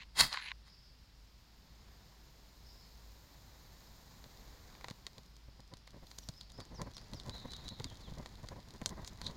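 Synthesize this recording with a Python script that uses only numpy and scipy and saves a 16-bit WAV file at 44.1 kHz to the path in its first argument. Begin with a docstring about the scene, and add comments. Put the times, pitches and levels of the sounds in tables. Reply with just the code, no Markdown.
"""Lighting a fire on the forest floor

Close to one microphone, a blade scrapes a fire steel, ringing the rod, and lights a nest of tinder.
Dry conifer twigs laid on it catch: needles pop, sap spits, and puffs of gas make the flames flutter
ever more often. Back among the trees a bird whistles a falling phrase and another calls far off,
over still air and a faint low drone."""
import sys
import numpy as np
from scipy import signal
from scipy.fft import rfft, irfft, next_fast_len
from scipy.io import wavfile
from scipy.ndimage import uniform_filter1d

SR = 44100
rng = np.random.default_rng(int(sys.argv[2]) if len(sys.argv) > 2 else 0)


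def inscribe(sig):
    """Save sig as 16-bit PCM at rate SR to the path in sys.argv[1].

    A 1-D sig is mono; a 2-D sig holds one channel per row.
    Samples are clipped to [-1, 1] before scaling.
    """
    pcm = np.round(np.clip(np.atleast_2d(sig).T, -1, 1) * 32767)
    wavfile.write(sys.argv[1], SR, pcm.astype(np.int16))


N = 412776
TIME = np.arange(N) / SR
TWIGS_LAID_S, CATCH_START_S, CATCH_END_S = 4.15, 4.6, 7.3   # the twigs smoulder, then the fire spreads

# still air among the trees: f/Hz, level/dB
AIR_SPECTRUM = [(200, -7.5), (400, -9), (1000, -4), (2000, -6), (2800, -4.5), (3800, -4), (5100, 0.5),
                (6200, -12.5), (8500, -19.5), (16000, -28)]
# song, in runs of like syllables: t/s, count, period/s, length/s, start, middle and end f/Hz, level/dB
SONG_RUNS = [(6.205, 1, .2, .055, 6150, 5850, 5150, -66), (6.32, 2, .2, .13, 4800, 5300, 4300, -63.5),
             (6.74, 3, .195, .075, 6450, 5150, 4250, -62), (7.305, 3, .171, .093, 3820, 4060, 3660, -54),
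             (7.83, 2, .178, .088, 4850, 3680, 2950, -63)]
# the distant bird: t/s, length/s, start, middle and end f/Hz, level/dB
FAR_SYLLABLES = [(.64, 0.14, 4590, 5150, 4930, -63.5), (.81, 0.056, 5400, 5020, 4660, -63.5),
                 (2.61, 0.121, 4630, 5200, 4970, -61), (2.78, 0.049, 5400, 5100, 4430, -60)]

# vigour of the flames: t/s, level/dB
VIGOUR = [(0.6, -78), (1.4, -76), (1.94, -67.5), (2.31, -70), (4.77, -64.5), (5.19, -71), (5.67, -75.5),
          (7.45, -61), (8.84, -65), (9.36, -61)]
# low rumble of flames and air: f/Hz, level/dB
RUMBLE_SPECTRUM = [(15, -7), (35, 2.5), (75, -2), (140, -5.5), (220, -10), (400, -22.5), (1500, -47)]
# rush of the flames: f/Hz, level/dB
RUSH_SPECTRUM = [(200, -12), (280, -0.5), (380, 2), (700, 2), (980, 3), (1300, -3.5), (1650, -3),
                 (2000, -2.5), (2800, -14), (3900, -3), (5600, -12.5), (7000, -8.5), (8500, -36)]
# fine hiss of the fuel: f/Hz, level/dB
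HISS_SPECTRUM = [(3000, -8), (4000, 12.5), (5600, 8), (7000, 10), (8200, 0), (9300, 1.5), (10800, -4),
                 (13000, 6.5), (14500, 7), (16000, -1.5)]
# the tinder flares, then the needles steam: peak t/s, rise/s, fall/s, level/dB
HISS_SWELLS = [(4.3, 2.9, 1, -68), (6.2, 0.19, 0.18, -69)]
# the biggest pockets of gas catching: middle t/s, length/s, flutter level/dB, thud level/dB
BIG_PUFFS = [(4.913, 0.0049, -51, -41), (5.488, .007, -60, -53), (5.737, 0.0081, -57.5, -53),
             (6.293, 0.0095, -54.5, -41.5), (6.594, 0.012, -54, -53), (6.728, 0.021, -57, -51),
             (6.813, 0.031, -47.5, -45.5), (7.139, 0.019, -56, -42.5), (7.284, 0.044, -52, -46),
             (7.456, 0.0073, -48.5, -47), (7.806, 0.0034, -45.5, -40), (7.856, 0.016, -62, -43.5),
             (8.121, 0.0077, -56, -40.5), (8.2, 0.021, -51, -44.5), (8.443, 0.012, -51.5, -48),
             (8.524, 0.021, -51, -50), (8.821, 0.0052, -51, -41.5), (8.988, 0.024, -50.5, -50.5),
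             (9.286, 0.061, -54, -47.5)]
# flutter of a puff: f/Hz, level/dB
FLUTTER_SPECTRUM = [(120, -2), (280, -3), (400, -1.5), (550, 2.5), (750, -5.5), (1020, 0.5), (1300, -16),
                    (2000, -12), (2700, -35), (6000, -45)]
# thud under a puff: f/Hz, level/dB
THUD_SPECTRUM = [(25, -3.5), (60, -5), (110, 4), (200, -3), (320, -11.5), (700, -55)]
# steam from burst needles: middle t/s, length/s, level/dB, f/Hz
STEAM_SPITS = [(8.88, .014, -59, 7900), (9.076, 0.023, -51.5, 6240), (9.269, 0.006, -38, 4030),
               (9.27, 0.066, -50.5, 4030)]
# the loudest needles bursting: t/s, crack level/dB, ring f/Hz, knock level/dB
NEEDLE_POPS = [(4.2413, -55.5, 3900, -58), (4.373, -60, 4300, -67), (4.7515, -61, 4300, -57.5),
               (4.811, -61, 4860, -54), (4.8441, -48, 3840, -43), (4.8843, -48.5, 4300, -47),
               (4.901, -50.5, 4580, -58), (4.9097, -50.5, 4170, -54), (5.0669, -41.5, 4230, -49),
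               (5.182, -52.5, 3980, -61), (5.7378, -52, 4230, -60), (5.7708, -59.5, 5260, -71),
               (5.876, -58.5, 4500, -56.5), (6.1145, -52, 4370, -58), (6.1864, -44, 5900, -80),
               (6.2883, -42.5, 5150, -75), (6.5195, -58, 6500, -78), (6.6037, -49, 4160, -51.5),
               (6.817, -45, 6000, -51.5), (6.9682, -48.5, 4430, -64), (6.9809, -49.5, 4200, -57.5),
               (7.135, -47.5, 4130, -56), (7.2955, -44, 4140, -54.5), (7.3815, -55, 4100, -64),
               (7.5353, -45.5, 3800, -56), (7.6812, -46, 4100, -69), (7.689, -44.5, 4300, -75),
               (7.799, -48, 3930, -54), (7.8434, -40, 4700, -52.5), (8.2602, -49.5, 3900, -49),
               (8.4873, -47.5, 4720, -55), (8.8157, -55, 6440, -48), (8.86, -30.5, 5600, -61),
               (8.893, -47, 6430, -67), (9.0472, -49.5, 4970, -55.5), (9.0766, -45.5, 5470, -56),
               (9.2157, -45, 4800, -48), (9.2681, -58, 3900, -53)]
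# crack of a needle: f/Hz, level/dB
CRACK_SPECTRUM = [(1500, -4.5), (2700, -12), (3300, -0.5), (4200, 2), (5400, -6.5), (6600, -2),
                  (8000, -7.5), (9200, -7), (11000, -12.5), (15000, -14.5)]
# woody knock under a pop: f/Hz, level/dB
KNOCK_SPECTRUM = [(150, -17), (500, -2.5), (750, -5), (1000, 2), (1300, -3.5), (1600, -3), (2050, -1),
                  (2700, -9.5), (5000, -36)]

# one push down the rod, then two grazes: slip-off t/s, level/dB
BLADE_STROKES = [(.211, -21), (0.342, -43.5), (.683, -59)]
# rasp of a stroke: f/Hz, level/dB
RASP_SPECTRUM = [(250, -25.5), (550, -18.5), (1000, -5.5), (1400, -11), (2000, -7.5), (2800, -33),
                 (3400, -10.5), (4300, -4), (4900, -3.5), (5600, -17.5), (7200, -12.5), (8200, -18),
                 (9400, -13.5), (16000, -34.5)]
# resonances of rod and blade: f/Hz, width/Hz, level/dB
ROD_MODES = [(2000, 70, -12), (2650, 70, -13.5), (3290, 57, -7.5), (3700, 25, -5), (4360, 35, -8)]
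# the blade sliding lightly back up: start t/s, end t/s, level/dB, first and last squeak f/Hz
BLADE_SLIDES = [(-.02, 0.033, -56.5, 2007, 2501), (0.318, 0.507, -51.5, 1202, 2654)]
# rub of the sliding blade: f/Hz, level/dB
RUB_SPECTRUM = [(290, -72), (500, -34.5), (1060, -5.5), (1310, -20), (1530, -9), (2070, -6), (2320, -9),
                (3420, -10.5), (4100, -3), (5420, -24), (6780, -21.5), (7900, -32), (10600, -50),
                (14000, -46.5)]
# the blade catching on the rod: t/s, level/dB, ring f/Hz
BLADE_CATCHES = [(0.2113, -20.5, 4300), (.328, -35.5, 4560), (0.3382, -47, 1310), (.3415, -47.5, 4360),
                 (0.3733, -37.5, 1290), (0.424, -50, 2020), (.488, -48, 3300), (0.5168, -38.5, 1710)]
# the hand meeting the ground: f/Hz, level/dB
BUMP_SPECTRUM = [(20, -2), (45, -4), (75, -16.5), (150, -2), (260, -15), (600, -28.5)]


def from_db(db):
    """Decibels to gain."""
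    return 10 ** (np.asarray(db) / 20)


def rms_one(x):
    """Scale to an rms of 1."""
    return x / np.sqrt(np.mean(x ** 2) + 1e-20)


def at_level(hit, db):
    """Scale a short hit so that its energy, spread over 5 ms, has this level."""
    return hit * from_db(db) * np.sqrt(.005 * SR / np.sum(hit ** 2))


def add(track, s, sound):
    """Mix a sound into the track from time s."""
    start = int(np.clip(s * SR, 0, N - 1))
    track[start:start + len(sound)] += sound[:N - start]


def colour(x, spectrum):
    """Causal (minimum-phase) filter with the given spectrum."""
    size = 2 * next_fast_len(len(x) // 2 + 1024)
    hz, db = np.transpose(spectrum)
    log_hz = np.log(np.maximum(np.arange(size // 2 + 1) * SR / size, 1))
    cepstrum = irfft(np.log(from_db(np.interp(log_hz, np.log(hz), db))))
    cepstrum[1:size // 2] *= 2
    cepstrum[size // 2 + 1:] = 0
    return irfft(rfft(x, size) * np.exp(rfft(cepstrum)))[:len(x)]


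def noise(spectrum):
    """Steady coloured noise of rms 1."""
    return rms_one(colour(rng.standard_normal(N), spectrum))


def drift(per_s):
    """A random wander of rms 1, with `per_s` new values a second."""
    knots = rng.standard_normal(int(N / SR * per_s) + 2)
    return rms_one(np.interp(TIME * per_s, np.arange(len(knots)), knots))


def tone(hz):
    """A sine that follows a pitch curve."""
    return np.sin(2 * np.pi * np.cumsum(hz) / SR)


def swell(s, width_s):
    """A bell-shaped rise and fall around time s."""
    return np.exp(-np.minimum(((TIME - s) / width_s) ** 2, 100))


def resonance(x, hz, width_hz):
    """Two-pole resonance with a peak gain of 1."""
    r = np.exp(-np.pi * width_hz / SR)
    poles = [1, -2 * r * np.cos(2 * np.pi * hz / SR), r * r]
    return signal.lfilter(np.array([1, 0, -1]) * (1 - r * r) / 2, poles, x)


def snap(splinter_db, decay_s, size=1024):
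    """One sharp break followed by a dying spray of splinters."""
    x = from_db(splinter_db) * rng.standard_normal(size) * np.exp(-TIME[:size] / decay_s)
    x[0] += rng.choice([-1, 1])
    return x


def grit(per_s, spread_db):
    """Dense clicks of uneven size."""
    sizes = from_db(spread_db * np.minimum(rng.exponential(1, N), 3))
    return (rng.random(N) < per_s / SR) * sizes * rng.choice([-1, 1], N)


def scatter(x, t60):
    """A diffuse tail of many small reflections, as strong as the sound itself."""
    tail = rng.standard_normal(SR) * from_db(-60 * TIME[:SR] / t60)
    return signal.fftconvolve(x, tail / np.sqrt(np.sum(tail ** 2)))[:N]


def as_twigs_catch(before, after):
    """Move from one value to the other while the fire spreads through the twigs."""
    return np.interp(TIME, [CATCH_START_S, CATCH_END_S], [before, after])


def chance_moments(per_s):
    """Random sample positions at the given rate, once the twigs lie on the flame."""
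    return np.flatnonzero((rng.random(N) < per_s / SR) & (TIME > TWIGS_LAID_S))


def forest_air():
    """Still air all round the microphone and a wavering drone far away."""
    drone = rms_one(tone(hz=53.8 + 1.576 * drift(18)))
    air = from_db(-69.5) * noise(AIR_SPECTRUM) + from_db(-65.5) * noise(RUMBLE_SPECTRUM)
    return air + from_db(-63.5 + 2.6 * drift(11)) * drone


def whistles(syllables, rasp):
    """Each syllable bends through three pitches; rasp (0-1) spreads its line into a buzzy band."""
    out = np.zeros(N)
    waver = 1 + .006 * drift(200)
    buzz = np.sqrt(1 - rasp) + np.sqrt(rasp) * drift(950)
    for s, length, *pitches_hz, db in syllables:
        progress = np.linspace(0, 1, int(length * SR))
        span = int(s * SR) + np.arange(len(progress))
        bend_hz = uniform_filter1d(np.interp(progress, [0, .4, 1], pitches_hz), size=len(span) // 4)
        breath = np.sqrt(2 * np.abs(np.sin(np.pi * progress)))
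        add(out, s, from_db(db) * breath * buzz[span] * tone(bend_hz * waver[span]))
    return out


def birds():
    """One bird sings among the trunks; the far one reaches the microphone only as echo."""
    song = [(s + k * period, *shape) for s, count, period, *shape in SONG_RUNS for k in range(count)]
    clear, husky = whistles(song, rasp=0), whistles(song, rasp=.75)
    far = whistles(FAR_SYLLABLES, rasp=.86)
    fading = from_db(-1 + 2.5 * drift(70))   # paths of unequal length make the song fade in and out
    echoes = from_db(-.7) * scatter(husky, t60=.5) + from_db(-1.5) * scatter(far, t60=.55)
    return fading * clear + echoes


def flames():
    """Rumble, rush and fine hiss; the flame grows deeper and unsteady once the twigs burn."""
    flicker_db = as_twigs_catch(.8, 2.5) * drift(70)
    blaze_db = np.interp(TIME, *np.transpose(VIGOUR)) + flicker_db
    rumble = from_db(blaze_db + as_twigs_catch(3.5, 8)) * noise(RUMBLE_SPECTRUM)
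    rush = from_db(blaze_db + as_twigs_catch(.5, -1)) * noise(RUSH_SPECTRUM)
    flares = sum(from_db(db) * swell(s, np.where(TIME < s, rise, fall))
                 for s, rise, fall, db in HISS_SWELLS)
    twig_gain = from_db(as_twigs_catch(-95.5, -77))
    hiss = np.hypot(flares, twig_gain) * from_db(.6 * drift(90)) * noise(HISS_SPECTRUM)
    return rumble + rush + hiss


def gas_puffs():
    """Gas flares up in short bursts, big and small: a fluttering rush over a low thud."""
    out = np.zeros(N)
    flutter, thud = noise(FLUTTER_SPECTRUM), noise(THUD_SPECTRUM)
    puffs, small_db = list(BIG_PUFFS), as_twigs_catch(-57.5, -51.5)
    for i in chance_moments(per_s=as_twigs_catch(3, 7.4)):
        length = .014 * 2 ** rng.normal(0, .5)
        thud_db = small_db[i] - rng.normal(0, 1)
        puffs.append((i / SR, length, thud_db - 4, thud_db))
    for s, length, flutter_db, thud_db in puffs:
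        span = slice(int((s - 2 * length) * SR), int((s + 2 * length) * SR))
        flare = np.exp(-((TIME[span] - s) / (.74 * length)) ** 2)
        for source, db in (flutter, flutter_db), (thud, thud_db):
            burst = flare * source[span]
            out[span] += from_db(db) * burst * np.sqrt(length * SR / np.sum(burst ** 2))
    return out


def sap_spits():
    """Boiling sap sputters through a split in a needle: a short, gritty hiss."""
    sputter = colour(grit(per_s=2500, spread_db=5), CRACK_SPECTRUM)
    return sum(from_db(db) * swell(s, length / 2) * rms_one(resonance(sputter, hz, hz / 4))
               for s, length, db, hz in STEAM_SPITS)


def needle_crack(hz, db):
    """A needle splits: a click and a brief ring, sharper when high-pitched, blunter when big."""
    burst = snap(splinter_db=-29.5, decay_s=.0034)
    ring = resonance(burst, hz, width_hz=1600)
    click = from_db(-7) * (hz / 5000) ** 2 * burst
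    cutoff_hz = np.clip(2.6 * hz * from_db(-.25 * (db + 44)), 6000, 18000)
    direct = signal.lfilter(*signal.butter(2, cutoff_hz, fs=SR), colour(ring + click, CRACK_SPECTRUM))
    # the ground sends it back a moment later, depending on the needle's height
    lag = int(rng.uniform(.0016, .0021) * SR)
    echo = from_db(-7) * np.pad(direct, (lag, 0))[:len(direct)]
    return at_level(direct + echo, db)


def crackling():
    """Loud pops and a spray of small ticks that thickens as the fire spreads, scattered by the twigs."""
    out = np.zeros(N)
    for s, crack_db, hz, knock_db in NEEDLE_POPS:
        knock = colour(snap(splinter_db=-20.5, decay_s=.0041), KNOCK_SPECTRUM)
        add(out, s, needle_crack(hz, crack_db) + at_level(knock, knock_db))
    tick_db = as_twigs_catch(-72, -64.5)
    for i in chance_moments(per_s=as_twigs_catch(10, 58)):
        add(out, i / SR, needle_crack(hz=rng.uniform(3700, 6000), db=tick_db[i] + rng.normal(0, 6)))
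    return out + from_db(-14) * scatter(out, t60=.07)


def blade_catches():
    """The blade snags on the rod with small, ringing knocks."""
    out = np.zeros(N)
    for s, db, hz in BLADE_CATCHES:
        ring = resonance(snap(splinter_db=-19, decay_s=.0015), hz, width_hz=1100)
        add(out, s, at_level(colour(ring, RUB_SPECTRUM), db))
    return out


def blade_slides(touch_s=.014, judder_rise_s=.0023, judder_fall_s=.023):
    """The blade rubs back up the rod with a hoarse, rising squeak, juddering around each catch."""
    judder, gain, squeak_hz = np.zeros((3, N))
    for s, db, _ in BLADE_CATCHES:
        decay = np.maximum((s - TIME) / judder_rise_s, (TIME - s) / judder_fall_s)
        judder += from_db(db - 10) * np.exp(-np.minimum(decay, 20))
    for start, end, db, first_hz, last_hz in BLADE_SLIDES:
        contact = np.interp(TIME, [start - touch_s, start, end, end + touch_s], [0, 1, 1, 0]) ** 2
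        gain += contact * np.hypot(from_db(db), judder)
        squeak_hz += (contact > 0) * np.interp(TIME, [start, end], [first_hz, last_hz])
    squeak = drift(1300) * tone(squeak_hz)
    rub = rms_one(colour(grit(per_s=1000, spread_db=1), RUB_SPECTRUM))
    return gain * from_db(2 * drift(200)) * (rub + from_db(2.5) * squeak)


def blade_strokes(shavings, push_s=.076, slip_drop_db=7, spark_fade_db_per_s=276):
    """Shaving rings rod and blade; the rasp swells until the blade slips off and the sparks fizz out."""
    gain = np.zeros(N)
    for s, db in BLADE_STROKES:
        push = np.clip(1 + (TIME - s) / push_s, 0, 1) ** 3.1
        sparks = from_db(-slip_drop_db - spark_fade_db_per_s * np.clip(TIME - s, 0, 1))
        gain += from_db(db) * np.where(TIME < s, push, sparks)
    ringing = sum((-1) ** k * from_db(db) * resonance(shavings, hz, width)
                  for k, (hz, width, db) in enumerate(ROD_MODES))
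    rasp = rms_one(colour(shavings, RASP_SPECTRUM)) + from_db(-5.5) * rms_one(ringing)
    dull = signal.sosfiltfilt(signal.butter(2, 6500, fs=SR, output="sos"), rasp)
    bite = (gain / from_db(-28)) ** .3   # only a hard-pressed blade cuts deep enough to sound bright
    return gain * (dull + bite * (rasp - dull))


def fire_steel(edge_hz=10400):
    """Close up: the blade scrapes down the rod, the hand bumps the ground, the blade slides back."""
    shavings = grit(per_s=5000, spread_db=4)
    blade = blade_strokes(shavings) + blade_slides() + blade_catches()
    # the blade's edge sings thinly in mid-slide
    edge_ring = resonance(resonance(shavings, edge_hz, width_hz=1100), edge_hz, width_hz=1100)
    edge = from_db(-68) * swell(s=.446, width_s=.04) * rms_one(edge_ring)
    bump = from_db(-41.5) * swell(s=.228, width_s=.044) * noise(BUMP_SPECTRUM)
    return blade + edge + bump


def scene():
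    """One microphone close to the tinder, with the forest behind."""
    fire = crackling() + sap_spits() + gas_puffs() + flames()
    return (fire_steel() + fire + birds() + forest_air())[None]


def record(dry):
    """The treble is cut steeply above 16.1 kHz."""
    return signal.sosfilt(signal.ellip(12, .1, 80, 16100, fs=SR, output="sos"), dry)


dry = scene()
out = record(dry)
inscribe(out)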